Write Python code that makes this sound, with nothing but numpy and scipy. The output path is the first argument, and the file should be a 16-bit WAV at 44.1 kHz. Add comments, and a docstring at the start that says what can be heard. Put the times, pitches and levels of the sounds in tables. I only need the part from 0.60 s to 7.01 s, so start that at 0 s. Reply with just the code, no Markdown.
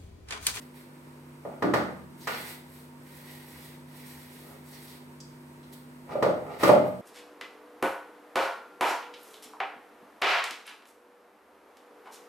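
"""A small tiled bathroom, a phone's two microphones on the floor near a toilet being cleaned.
A plastic brush knocks and judders on the hollow bowl in two loud bursts, with low rubbing on the rim.
Between them wet bristles swish over the glaze, with bright swells, brief ticks and one soft slosh.
The tiles ring after every knock, and an extractor fan hums throughout."""
import sys
import numpy as np
from scipy import signal
from scipy.fft import rfft, irfft
from scipy.io import wavfile

SR = 44100
rng = np.random.default_rng(int(sys.argv[2]) if len(sys.argv) > 2 else 0)


def put_to_file(sound):
    """Save the sound as 16-bit audio at rate SR, in the file named by the first command-line argument."""
    columns = np.atleast_2d(sound).T  # one column per channel
    safe = np.clip(columns, -1, 1)
    whole_steps = np.round(safe * 32767)
    wavfile.write(sys.argv[1], SR, whole_steps.astype(np.int16))


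N = 282681
TIME = np.arange(N) / SR

# Levels are relative within each column.
# fan motor tones: (multiple of the shaft rate, level [dB])
FAN_HUM = [(3, -54), (4, -73), (5, -52.5), (6, -71.5), (7, -63)]
# fan air and background hiss: (frequency [Hz], level [dB])
FAN_AIR = [(25, -17), (55, -12), (85, -2), (112, -2), (200, 0), (350, 0), (600, -5), (1200, -14),
           (2200, -17), (3400, -26), (7000, -27.5), (8400, -25.5), (10000, -26), (12500, -27), (15500, -30)]
# fan duct resonances: (frequency [Hz], width [Hz], level [dB])
DUCT_RESONANCES = [(86, 9, -15), (810, 40, -18), (912, 26, -11.5)]
# scrubbing strokes: (time [s], length [s], tip hiss [dB], stem rasp [dB])
STROKES = [(0.0, 0.033, -57, -52), (0.128, 0.099, -57.5, -52), (1.566, 0.18, -51.5, -53),
           (1.654, 0.17, -48, -36), (1.75, 0.21, -44, -44.5), (2.045, 0.22, -56.5, -60),
           (2.412, 0.34, -54.5, -53), (2.626, 0.21, -54, -48.5), (2.771, 0.41, -53, -51),
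           (3.26, 0.43, -52, -51), (3.52, 0.5, -55.5, -54.5), (4.033, 0.22, -53, -52.5),
           (4.19, 0.2, -52.5, -51), (5.119, 0.028, -46.5, -57), (5.495, 0.054, -71, -48),
           (5.885, 0.11, -66, -50), (5.984, 0.115, -41.5, -35), (6.24, 0.059, -57, -58)]
# wet bristle tips on the glaze: (frequency [Hz], level [dB])
BRISTLE_HISS = [(1500, -44), (3500, 1.5), (6500, -2), (8700, 1), (10500, 3.5), (12700, 3), (15500, 1.5)]
# bristle stems under pressure: (frequency [Hz], level [dB])
BRISTLE_RASP = [(200, -2.5), (450, 7.5), (620, -3), (850, 6), (1200, -9.5), (2000, 6.5), (2800, -3),
                (3800, -4), (5500, -9), (8000, -25), (15000, -64)]
# the brush head strikes the bowl:
# (time [s], clack [dB], tilt [dB/octave], contact resonance [Hz], low thud [dB], hollow ring [dB])
KNOCKS = [(0.851, -22.5, -6, 660, -50, -19), (1.023, -7, -1.5, 1700, -8, -22),
          (1.137, -3, 0.27, 1780, 2, -6), (1.672, -12, 3, 1480, -30, -31),
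          (5.493, -24.5, -2.5, 855, -27, -32), (5.625, -3.5, -1, 505, -4, -22),
          (6.033, -2.5, 2, 1210, 5, -1.5), (6.075, -10.5, 1.5, 2240, -3, 2.5),
          (6.092, -1, -4.5, 824, -10, 7)]
# plastic clack: (frequency [Hz], level [dB])
CLACK_SPECTRUM = [(50, -32), (150, 0), (300, -2), (480, 4), (670, 0), (850, 1.5), (1020, -5), (1230, -2),
                  (1550, -12.5), (2000, -10.5), (2700, -21), (5000, -24.5), (8500, -35.5), (15000, -38)]
# low ring of the bowl and the room around it: (frequency [Hz], level [dB], t60 [s])
LOW_MODES = [(82, -19, 1.36), (126, -12.5, 0.74), (186.85, -7.5, 1.54), (232.6, -17, 1.03),
             (270.7, -8, 0.35), (299, -1.5, 0.79), (333, -1.5, 0.64), (394.3, -3.5, 0.41), (442, -25, 0.6)]
# hollow ring of the basin: (frequency [Hz], level [dB], t60 [s])
HOLLOW_MODES = [(520, -13, 0.33), (545.8, -4.5, 0.28), (580.2, 1, 0.31), (602.2, -5, 0.49),
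                (649, -19.5, 0.97), (711, -15.5, 0.94)]
# ring of the plastic brush: (frequency [Hz], level [dB], t60 [s])
BRUSH_MODES = [(836, 13, 0.29), (888, 9, 0.15), (1042, -1, 0.65), (1208, 4, 0.39), (1207, 14, 0.15),
               (1480, 16, 0.41), (1880, 11, 0.37), (2530, -21, 0.5)]
# low rubbing swells on the rim, and one soft hollow slosh (second row): (time [s], length [s], level [dB])
LOW_SWELLS = [(0.855, 0.14, -21), (3.748, 0.3, -28.5), (5.45, 0.17, -10), (5.81, 0.18, -14),
              (5.988, 0.08, -2.5)]
# colour of the rubbing and the slosh: (frequency [Hz], level [dB])
LOW_SWELL_SPECTRUM = [(100, -20), (300, -1.5), (520, 3), (700, -2.5), (850, 1.5), (1020, -19), (1300, -3.5),
                      (1600, -22), (2300, -17.5), (3500, -37), (15000, -46.5)]
# the head skips: (time [s], bump count, first clack [dB], first low thud [dB], first hollow ring [dB])
JUDDERS = [(1.042, 2, -24, 2.5, -10), (5.553, 2, -21.5, -15, -5.5), (5.663, 2, -15.5, -18, -1.5),
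           (6.100, 3, -13, -5, 7.5)]
# bright swells in the strokes, and bristle ticks: (time [s], level [dB], centre [Hz], time scale [s])
SWELLS_AND_TICKS = [(1.606, -16.5, 4630, 0.028), (1.676, 12, 2120, 0.0054), (3.01, -24, 3700, 0.045),
                    (4.114, -21, 4680, 0.043), (4.27, -19, 4100, 0.038), (4.602, -6.5, 5550, 0.0029),
                    (5.028, -19.5, 3450, 0.01), (5.125, -18, 3500, 0.0083), (6.04, 3, 2180, 0.053),
                    (6.08, -2.5, 8460, 0.0041)]
# reverberation of the tiles: (frequency [Hz], t60 [s])
TILE_DECAY = [(100, 0.96), (300, 0.57), (800, 0.57), (2000, 0.54), (5000, 0.45), (12000, 0.39)]
# stereo width of the sound: (frequency [Hz], side minus mid [dB])
STEREO_WIDTH = [(60, -5.5), (110, -12), (200, -12.5), (380, -4.5), (700, -7), (1290, 2), (2380, -0.5),
                (4400, 3), (8120, -9), (15000, -19.5)]
# microphone port resonances: (frequency [Hz], width [Hz], level [dB])
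MIC_PORTS = [(8400, 750, -1.5), (12800, 680, -3)]


def undb(db):
    """Decibels to gain."""
    return 10 ** (np.asarray(db) / 20)


def at(points, hz):
    """Read (frequency, value) points on a log-frequency axis."""
    freqs, values = np.transpose(points)
    return np.interp(np.log(np.maximum(hz, 1)), np.log(freqs), values)


def unit(x):
    """Scale to rms 1."""
    return x / np.sqrt(np.mean(x ** 2))


def colour(x, points, tilt_db=0, size=4096):
    """Causal filter with the given spectrum, tilted by tilt_db per octave about 1 kHz."""
    hz = np.arange(size // 2 + 1) * SR / size
    octaves = np.log2(np.maximum(hz, 400) / 1000)
    cepstrum = irfft(np.log(undb(at(points, hz) + tilt_db * octaves)))
    cepstrum[1:size // 2] *= 2  # fold to minimum phase
    cepstrum[size // 2 + 1:] = 0
    return signal.fftconvolve(x, irfft(np.exp(rfft(cepstrum))))[:len(x)]


def resonate(x, hz, width_hz):
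    """One resonance, gain 1 at its centre."""
    return signal.lfilter(*signal.iirpeak(hz, hz / width_hz, fs=SR), x)


def wander(rate_hz):
    """Smooth random drift, spread near 1."""
    knots = rng.standard_normal(1024)
    return np.interp(TIME * rate_hz, np.arange(len(knots)), knots)


def grains(per_s, spread_db):
    """Tiny slips at random moments and of uneven size; rms 1."""
    slipping = rng.random(N) < per_s / SR
    sizes = rng.standard_normal(N) * undb(spread_db * rng.standard_normal(N))
    return unit(slipping * sizes + 1e-9)


def add(track, start_s, sound):
    """Mix a sound into a track at a given time."""
    i = int(start_s * SR)
    track[i:i + len(sound)] += sound[:N - i]


def stereo(mid, side):
    """Left and right: wide in the midrange, nearly mono in the bass and top treble."""
    side = colour(side, STEREO_WIDTH)
    return np.array([mid + side, mid - side])


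def fan(shaft_hz=49.5):
    """Room tone: steady motor tones over rushing air that whistles faintly in the duct."""
    shaft_angle = 2 * np.pi * shaft_hz * TIME + .03 * wander(2)
    hum, air = 0, []
    for multiple, db in FAN_HUM:
        amplitude = np.sqrt(2) * undb(db + 1.67 * wander(6.9))
        hum += amplitude * np.sin(multiple * shaft_angle + rng.uniform(0, 2 * np.pi))
    for noise in rng.standard_normal((2, N)):
        whistle = sum(undb(db) * unit(resonate(noise, hz, width)) for hz, width, db in DUCT_RESONANCES)
        air.append(unit(colour(noise, FAN_AIR)) + whistle)
    return undb(-0.5) * hum + undb(-55) * stereo(*air) * undb(.5 * wander(19))


def scrubbing():
    """Each stroke speeds up and slows: wet bristle tips hiss on the glaze, bent stems rasp lower."""
    hiss_gain, rasp_gain = np.zeros((2, N))
    for start, length, hiss_db, rasp_db in STROKES:
        progress = np.clip((TIME - start) / length, 0, 1)
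        speed = np.abs(np.sin(np.pi * progress)) ** 0.7  # a flattened arch
        hiss_gain = np.hypot(hiss_gain, undb(hiss_db) * speed)
        rasp_gain = np.hypot(rasp_gain, undb(rasp_db) * speed)
    tips = grains(per_s=6000, spread_db=4) * undb(1.8 * wander(30))
    stems = grains(per_s=3000, spread_db=3) * undb(2 * wander(25))
    hiss = hiss_gain * unit(colour(tips, BRISTLE_HISS))
    rasp = rasp_gain * unit(colour(stems, BRISTLE_RASP))
    return undb(-1) * hiss + undb(-3.5) * rasp


def knocks():
    """Each blow clacks and rings the brush; its slower push sets the low and hollow modes ringing."""
    clacks, thuds, hollows = np.zeros((3, N))
    blow = signal.unit_impulse(8192)
    for start, clack_db, tilt_db, contact_hz, thud_db, hollow_db in KNOCKS + judders():
        clack = undb(clack_db + 25.5) * colour(blow, CLACK_SPECTRUM, tilt_db)
        # the stiffness of the spot that hits favours one band
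        add(clacks, start, clack + resonate(clack, contact_hz, 0.19 * contact_hz))
        add(thuds, start, undb(thud_db - 25.5) * blow)
        add(hollows, start, undb(hollow_db - 19) * blow)
    low = ring(resonate(thuds, hz=232, width_hz=194), LOW_MODES)
    # the air in the basin takes a few cycles to swing up
    hollow = ring(resonate(hollows, hz=555, width_hz=86), HOLLOW_MODES)
    brush = undb(-69.5) * ring(clacks, BRUSH_MODES)
    return clacks, low + hollow + brush


def ring(push, modes):
    """Struck modes die away; the second microphone meets each at another phase."""
    mid, side = np.zeros((2, N))
    for k, (hz, db, t60) in enumerate(modes):
        pole = np.exp((2j * np.pi * hz - np.log(1000) / t60) / SR)
        mode = undb(db) * signal.lfilter([1], [1, -pole], push + 1e-18)
        mid += mode.real
        side += (-1) ** k * undb(at(STEREO_WIDTH, hz)) * mode.imag
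    return np.array([mid + side, mid - side])


def rubs_and_slosh():
    """Low grainy swells: plastic sticking and slipping on the rim, and one soft hollow slosh."""
    swells = np.zeros(N)
    texture = grains(per_s=1800, spread_db=3)
    for start, length, db in LOW_SWELLS:
        envelope = np.sin(np.pi * np.clip((TIME - start) / length, 0, 1)) ** 2
        swells += undb(db - 9.5) * texture * envelope
    return colour(swells, LOW_SWELL_SPECTRUM)


def judders(swing_s=0.0335, tilt_db=-6.5, contact_hz=624):
    """The head catches and the springy handle swings back: rows of dull knocks, each one weaker."""
    return [(start + k * swing_s, clack_db - 13 * k, tilt_db, contact_hz,
             thud_db - 5 * k, hollow_db - 1.5 * k)
            for start, count, clack_db, thud_db, hollow_db in JUDDERS for k in range(round(count))]


def swells_and_ticks():
    """Dense clicks rise and fade: short bright swells within the strokes, and brief bristle ticks."""
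    spray = np.zeros(N)
    clicks = grains(per_s=6000, spread_db=2)
    for start, db, hz, time_scale in SWELLS_AND_TICKS:
        age = np.maximum(TIME - start, 0) / time_scale
        burst = clicks * age * np.exp(1 - 2 * age)
        width_hz = 0.58 * hz
        spray += undb(db - 20) * resonate(resonate(burst, hz, width_hz), hz, width_hz)
    return spray


def tile_reflections(size=32768):
    """Dense reflections between tiled walls, each band with its own decay; flat in energy."""
    t = np.arange(size) / SR
    hz = np.arange(size // 2 + 1) * SR / size
    noise = rfft(rng.standard_normal(size))
    edges_hz = np.r_[0, np.geomspace(100, SR / 2, 22)]
    # reflections gather within milliseconds; the nearest walls answer loudest
    early = (1 - np.exp(-t / 0.00069)) * (1 + 0.87 * np.exp(-t / 0.0054))
    tail = np.zeros(size)
    for lo, hi in zip(edges_hz, edges_hz[1:]):
        band = irfft(noise * ((hz >= lo) & (hz < hi)))
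        decay = np.exp(-np.log(1000) * t / at(TILE_DECAY, (lo + hi) / 2))
        tail += unit(band * early * decay) * np.sqrt((hi - lo) / (SR / 2) / size)
    return tail


def bathroom(x, walls, direct_db, wet_db):
    """The direct sound and its reflections at both microphones."""
    reflected = signal.fftconvolve(walls, x[None], axes=1)[:, :N]
    return undb(direct_db) * x + undb(wet_db) * reflected


def scene():
    """From the floor nearby: the clacks arrive mostly off the tiles, the brushing more directly."""
    walls = stereo(tile_reflections(), tile_reflections())
    clacks, rings = knocks()
    spill = undb(-13) * rings.mean(axis=0)  # some of the ringing reaches the walls
    blows = rings + bathroom(clacks + spill, walls, direct_db=-23.5, wet_db=-1)
    brushing = scrubbing() + swells_and_ticks() + rubs_and_slosh()
    return blows + bathroom(brushing, walls, direct_db=-6, wet_db=-2.5) + fan()


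def record(dry):
    """The phone's ports colour the treble; it thins the deep bass, leans right and cuts the top."""
    ports = sum(undb(db) * resonate(dry, hz, width) for hz, width, db in MIC_PORTS)
    low_cut = signal.butter(3, 52, "highpass", fs=SR, output="sos")
    high_cut = signal.ellip(10, .2, 80, 15900, fs=SR, output="sos")
    balance = undb([[-.25], [.25]])
    sound = signal.sosfilt(low_cut, dry + ports) * balance
    return signal.sosfilt(high_cut, sound)


dry = scene()
out = record(dry)
put_to_file(out)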